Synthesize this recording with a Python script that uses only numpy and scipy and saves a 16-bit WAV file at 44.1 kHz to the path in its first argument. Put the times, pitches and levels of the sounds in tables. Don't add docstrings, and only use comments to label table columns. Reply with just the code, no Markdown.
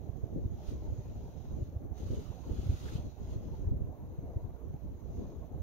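import sys
import numpy as np
from scipy import signal
from scipy.fft import irfft, next_fast_len
from scipy.io import wavfile
from scipy.ndimage import uniform_filter1d

SR = 44100
rng = np.random.default_rng(int(sys.argv[2]) if len(sys.argv) > 2 else 0)


def wav_out(sig):
    wavfile.write(sys.argv[1], SR, np.round(np.clip(np.atleast_2d(sig).T, -1, 1) * 32767).astype(np.int16))


N = 247842
TIME = np.arange(N) / SR
FFT_SIZE = next_fast_len(N, real=True)
BIN_HZ = np.fft.rfftfreq(FFT_SIZE, 1 / SR)


def gain(db):
    return 10 ** (np.asarray(db) / 20)


def unit_rms(x):
    return x / np.sqrt(np.mean(x ** 2) + 1e-20)


def gaussian(offset, width):
    return np.exp(-.5 * np.clip(offset / width, -10, 10) ** 2)


def over_time(rows):
    time_s, *columns = np.transpose(rows)
    return np.array([np.interp(TIME, time_s, column) for column in columns])


def over_frequency(rows):
    hz, *columns = np.transpose(rows)
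    return np.array([np.interp(np.log(BIN_HZ + 1), np.log(hz), column) for column in columns])


def waveform(spectrum):
    return unit_rms(irfft(spectrum, FFT_SIZE)[..., :N])


def white_spectra():
    real, imaginary = rng.standard_normal((2, 2, len(BIN_HZ)))
    return real + 1j * imaginary


def noise(spectrum):
    return waveform(white_spectra() * gain(over_frequency(spectrum)))


def wander(rate_hz):
    return waveform(white_spectra() * np.exp(-np.minimum(BIN_HZ / rate_hz, 10) ** 2))


def arriving_noise(spectrum, coherence, lag_s):
    left, independent = white_spectra()
    shared = np.clip(over_frequency(coherence)[0], 0, 1)
    right = shared * left + np.sqrt(1 - shared ** 2) * independent
    delay = np.exp(-2j * np.pi * BIN_HZ * lag_s)
    return waveform(np.array([left, right * delay]) * gain(over_frequency(spectrum)))


def scintillate(x, depth_db, patch_hz, patch_s=0.076):
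    frame, hop = 1024, 256
    cells = signal.stft(x, nperseg=frame, noverlap=frame - hop)[2]
    patches = rng.standard_normal(cells.shape[1:])
    patches = uniform_filter1d(patches, max(1, round(patch_hz * frame / SR)), axis=0)
    patches = uniform_filter1d(patches, max(1, round(patch_s * SR / hop)), axis=1)
    cells = cells * gain(depth_db * unit_rms(patches))
    return unit_rms(signal.istft(cells, nperseg=frame, noverlap=frame - hop)[1][:, :N])


# frequency_hz, left_db, right_db
HISS_SPECTRUM = [(1420, 12, 9), (4200, -11, -4.5), (5640, -25, -23), (6350, -19, -13), (6300, -11, -2),
                 (7430, -21, -16), (9200, -10, -20), (11930, 1.5, 2.5), (15500, 5, -1)]
def hiss(level_db=-72.5, flicker_db=1.5):
    return noise(HISS_SPECTRUM) * gain(level_db + flicker_db * wander(rate_hz=66))


# time_s, level_db
MOAN_LEVEL = [(0, -84), (.7, -69.5), (3.1, -70), (3.7, -77), (5.6, -77)]
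def moan(pitch_hz=598, width_hz=6):
    band = gaussian(BIN_HZ - pitch_hz, width_hz)
    return gain(over_time(MOAN_LEVEL)) * waveform(white_spectra()[0] * band)


# time_s, relative_level_db
ROAR_LEVEL = [(0.02, -64), (0.37, -65.5), (0.52, -68), (0.87, -63.5), (0.9, -64), (1.8, -65.5), (2.53, -60),
              (2.81, -67), (2.9, -58), (3.14, -68), (3.21, -63), (4.21, -64.5), (4.24, -60), (4.51, -64),
              (4.74, -64), (4.87, -70.0), (5.32, -61.5), (5.6, -64.0)]
# frequency_hz, relative_density_db
ROAR_SPECTRUM = [(60, -34), (180, -15), (300, 0), (430, 0.5), (550, -4.5), (680, -4), (830, -8),
                 (1050, -15), (1350, -25.5), (2100, -33.5), (4000, -58.5), (8000, -50.5)]
# frequency_hz, coherence
ROAR_COHERENCE = [(100, 0.64), (350, 0.77), (700, 0.97), (1400, 1), (3000, 0.069)]
def roar(gain_db=6.5, waver_db=1.5):
    air = arriving_noise(ROAR_SPECTRUM, ROAR_COHERENCE, lag_s=0.00018)
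    air = scintillate(air, depth_db=3, patch_hz=156)
    return air * gain(over_time(ROAR_LEVEL) + gain_db + waver_db * wander(rate_hz=47)[0])


# time_s, pitch_hz, level_db
TICKS = [(2.578, 1380, -62.5), (2.861, 1370, -60), (2.886, 1670, -57), (2.972, 2920, -64)]
def ticks(width_s=0.0057, width_hz=300):
    out = np.zeros((2, N))
    for time_s, pitch_hz, level_db in TICKS:
        rasp = waveform(white_spectra() * gaussian(BIN_HZ - pitch_hz, width_hz))
        out += gain(level_db) * gaussian(TIME - time_s, width_s) * rasp
    return out


# time_s, strength_db
RUSTLE_STRENGTH = [(.05, -79.5), (.5, -78), (.65, -66.5), (.69, -60.5), (.78, -71), (1.66, -72.5),
                   (1.77, -83), (1.92, -86), (1.98, -65), (2.17, -62.5), (2.38, -69), (2.6, -63),
                   (2.97, -59.5), (3.0, -64), (3.15, -74.5), (3.33, -65), (3.38, -71), (3.58, -71.5),
                   (3.75, -86), (4.26, -82.5), (4.7, -83.5), (5.05, -80), (5.19, -72), (5.5, -82)]
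# frequency_hz, left_db, right_db
LIGHT_RUSTLE_SPECTRUM = [(500, -3.5, -14), (1340, -9.5, 5), (1960, 1, -8), (3500, 0.5, -4.5),
                         (3940, 2.5, 1), (4970, -6.5, -6), (6490, -6.5, 9), (6950, -13, 2.5),
                         (7280, -16, -29.5), (8300, -29, -35), (10100, -16, -14), (15600, -7.5, -27)]
FIRM_RUSTLE_SPECTRUM = [(600, -7, -5), (1340, 10.5, 8.5), (1940, -8, -2.5), (3070, 4.5, 4.5),
                        (3900, 2.5, 4), (5030, 2, -1), (5830, -2, -32), (7800, -7.5, -7), (8600, -9, -44.5),
                        (10600, -7, -7.5), (15600, -13, -16)]
# frequency_hz, coherence
RUSTLE_COHERENCE = [(1500, 0.35), (6500, 0.25), (14000, 0.18)]
def rustle(light_db=-63.5, firm_db=-61.5, light_exponent=0.67, firm_exponent=1.7):
    reference_db, flicker_db = -61, 0.6
    strength_db = over_time(RUSTLE_STRENGTH) - reference_db + flicker_db * wander(rate_hz=70)[0]
    out = np.zeros((2, N))
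    for spectrum, level_db, exponent in ((LIGHT_RUSTLE_SPECTRUM, light_db, light_exponent),
                                         (FIRM_RUSTLE_SPECTRUM, firm_db, firm_exponent)):
        swish = arriving_noise(spectrum, RUSTLE_COHERENCE, lag_s=0.000346)
        swish = scintillate(swish, depth_db=2.3, patch_hz=226)
        out += swish * gain(level_db + exponent * strength_db)
    return out


# start_s, length_s
LULLS = [(0, .08), (.11, 0.088), (0.262, 0.084), (1.33, 0.11), (1.94, 0.072), (2.2, 0.24), (3.104, 0.092),
         (3.923, 0.059), (4.547, 0.087), (4.784, 0.04), (4.993, 0.082), (5.406, 0.084)]
def lulls_db(left_db=-27.5, right_db=-2, edge_s=0.046):
    away = sum(np.clip(.5 + np.minimum(TIME - start_s, start_s + length_s - TIME) / edge_s, 0, 1)
               for start_s, length_s in LULLS)
    return np.minimum(away, 1) * np.array([[left_db], [right_db]])


# time_s, relative_level_db
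WIND_LEVEL = [(0.02, -37), (1.01, -37.5), (1.04, -41), (1.35, -36.5), (1.67, -38), (1.74, -42), (2.18, -33),
              (2.41, -40.5), (2.59, -37), (3.18, -39), (3.56, -38), (3.78, -34), (3.99, -43.5),
              (4.44, -39.5), (4.54, -41.5), (5.26, -37.5), (5.34, -41), (5.6, -36.5)]
# frequency_hz, relative_density_db
RUMBLE_SPECTRUM = [(12, -22), (25, -7), (40, -7.5), (60, 1.5), (85, -3), (125, -7.5), (190, -14),
                   (300, -24), (600, -36), (1500, -76.5), (4000, -104)]
FLUTTER_SPECTRUM = [(80, -33), (160, -3.5), (240, 1.5), (380, -3), (550, -10.5), (780, -29.5), (1100, -63),
                    (3000, -66.5)]
def turbulence(left_db=-2.9, right_db=-1.37, flutter_db=-15.5, flutter_pan_db=3):
    rumble_lump_db, flutter_lump_db, flutter_lull_share = 3.5, 6, 0.25
    wind_db, lull_db = over_time(WIND_LEVEL), lulls_db()
    local, shared = wander(rate_hz=25.3), wander(rate_hz=25.3)[0]
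    eddies = 2 * np.tanh(unit_rms(local + shared) / 2)
    rumble = unit_rms(noise(RUMBLE_SPECTRUM) * gain(rumble_lump_db * eddies))
    rumble *= gain(wind_db + lull_db + [[left_db], [right_db]])
    flutter = unit_rms(noise(FLUTTER_SPECTRUM) * gain(flutter_lump_db * eddies))
    flutter *= gain(wind_db + flutter_lull_share * lull_db + flutter_db)
    return rumble + flutter * gain([[flutter_pan_db], [-flutter_pan_db]])


# centre_s, length_s, relative_level_db
FLURRIES = [(0.089, 0.031, -44), (0.375, 0.087, -37), (0.732, 0.039, -39.5), (1.588, 0.031, -36),
            (1.838, 0.043, -40), (2.021, 0.034, -45), (2.124, 0.049, -37.5), (2.501, 0.057, -41),
            (2.595, 0.012, -34), (2.675, .06, -43), (3.337, 0.061, -49), (3.71, 0.14, -46.5),
            (3.874, 0.09, -49.5), (4.36, 0.083, -52), (4.882, 0.076, -47), (5.209, 0.072, -37.5)]
def flurries(gain_db=-5.5, pan_db=1.4, rumble_db=-1.5, ragged_db=7.5):
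    swell = sum(gain(level_db) * gaussian(TIME - centre_s, length_s / 2)
                for centre_s, length_s, level_db in FLURRIES)
    flutter = unit_rms(noise(FLUTTER_SPECTRUM) * gain(ragged_db * np.tanh(wander(rate_hz=69.6))))
    flutter *= gain([[pan_db], [-pan_db]])
    rumble = gain(rumble_db) * noise(RUMBLE_SPECTRUM)
    return swell * gain(gain_db) * (flutter + rumble)


# centre_s, nominal_pitch_hz, left_db, right_db
BUFFETS = [(0.098, 96, -48, -24.5), (0.24, 89, -27.5, -22.5), (.372, 139, -27, -48), (0.46, 93, -26, -24.5),
           (.691, 76, -37, -26), (.927, 78, -47, -31), (.991, 100, -36, -26), (1.627, 73, -24.5, -30),
           (1.768, 79.5, -27, -25), (2.108, 100, -33, -21.5), (2.304, 89, -37, -29),
           (2.517, 74, -29, -22.5), (2.594, 79, -24.5, -28), (2.667, 102, -27.5, -29.5),
           (2.7, 69.4, -19, -18), (2.744, 78.5, -31, -28), (2.958, 105, -24, -28.5), (3.322, 83, -29, -31),
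           (3.363, 103, -29.5, -25.5), (3.677, 70, -21.5, -23), (3.718, 79.4, -24, -20.5),
           (3.821, 93, -35, -23), (3.846, 84.5, -28, -27), (4.189, 117, -26.5, -28),
           (4.369, 76, -23, -22.5), (4.449, 81.6, -28, -47), (4.746, 118, -29.5, -28),
           (5.187, 79, -30, -33)]
def buffets(width_cycles=0.41, tear_db=-23.5, pitch_scatter=0.11, skew_cycles=0.17):
    swing, envelope = np.zeros((2, 2, N))
    for centre_s, pitch_hz, left_db, right_db in BUFFETS:
        detune, skew = rng.standard_normal((2, 2, 1))
        phase = rng.random() + skew_cycles * skew
        near = abs(TIME - centre_s) < .05
        cycles = (TIME[near] - centre_s) * pitch_hz
        bell = gain([[left_db], [right_db]]) * gaussian(cycles, width_cycles)
        swing[:, near] += bell * np.cos(2 * np.pi * (cycles * np.exp(pitch_scatter * detune) + phase))
        envelope[:, near] += bell
    return swing + gain(tear_db) * envelope * noise(FLUTTER_SPECTRUM)


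def scene():
    wind = turbulence() + flurries() + buffets()
    return wind + roar() + moan() + rustle() + ticks() + hiss()


def record(dry, cutoff_hz=15800):
    lowpass = signal.firwin(801, cutoff_hz, window=("kaiser", 9), fs=SR)
    return signal.oaconvolve(dry, lowpass[None], "same")


dry = scene()
out = record(dry)
wav_out(out)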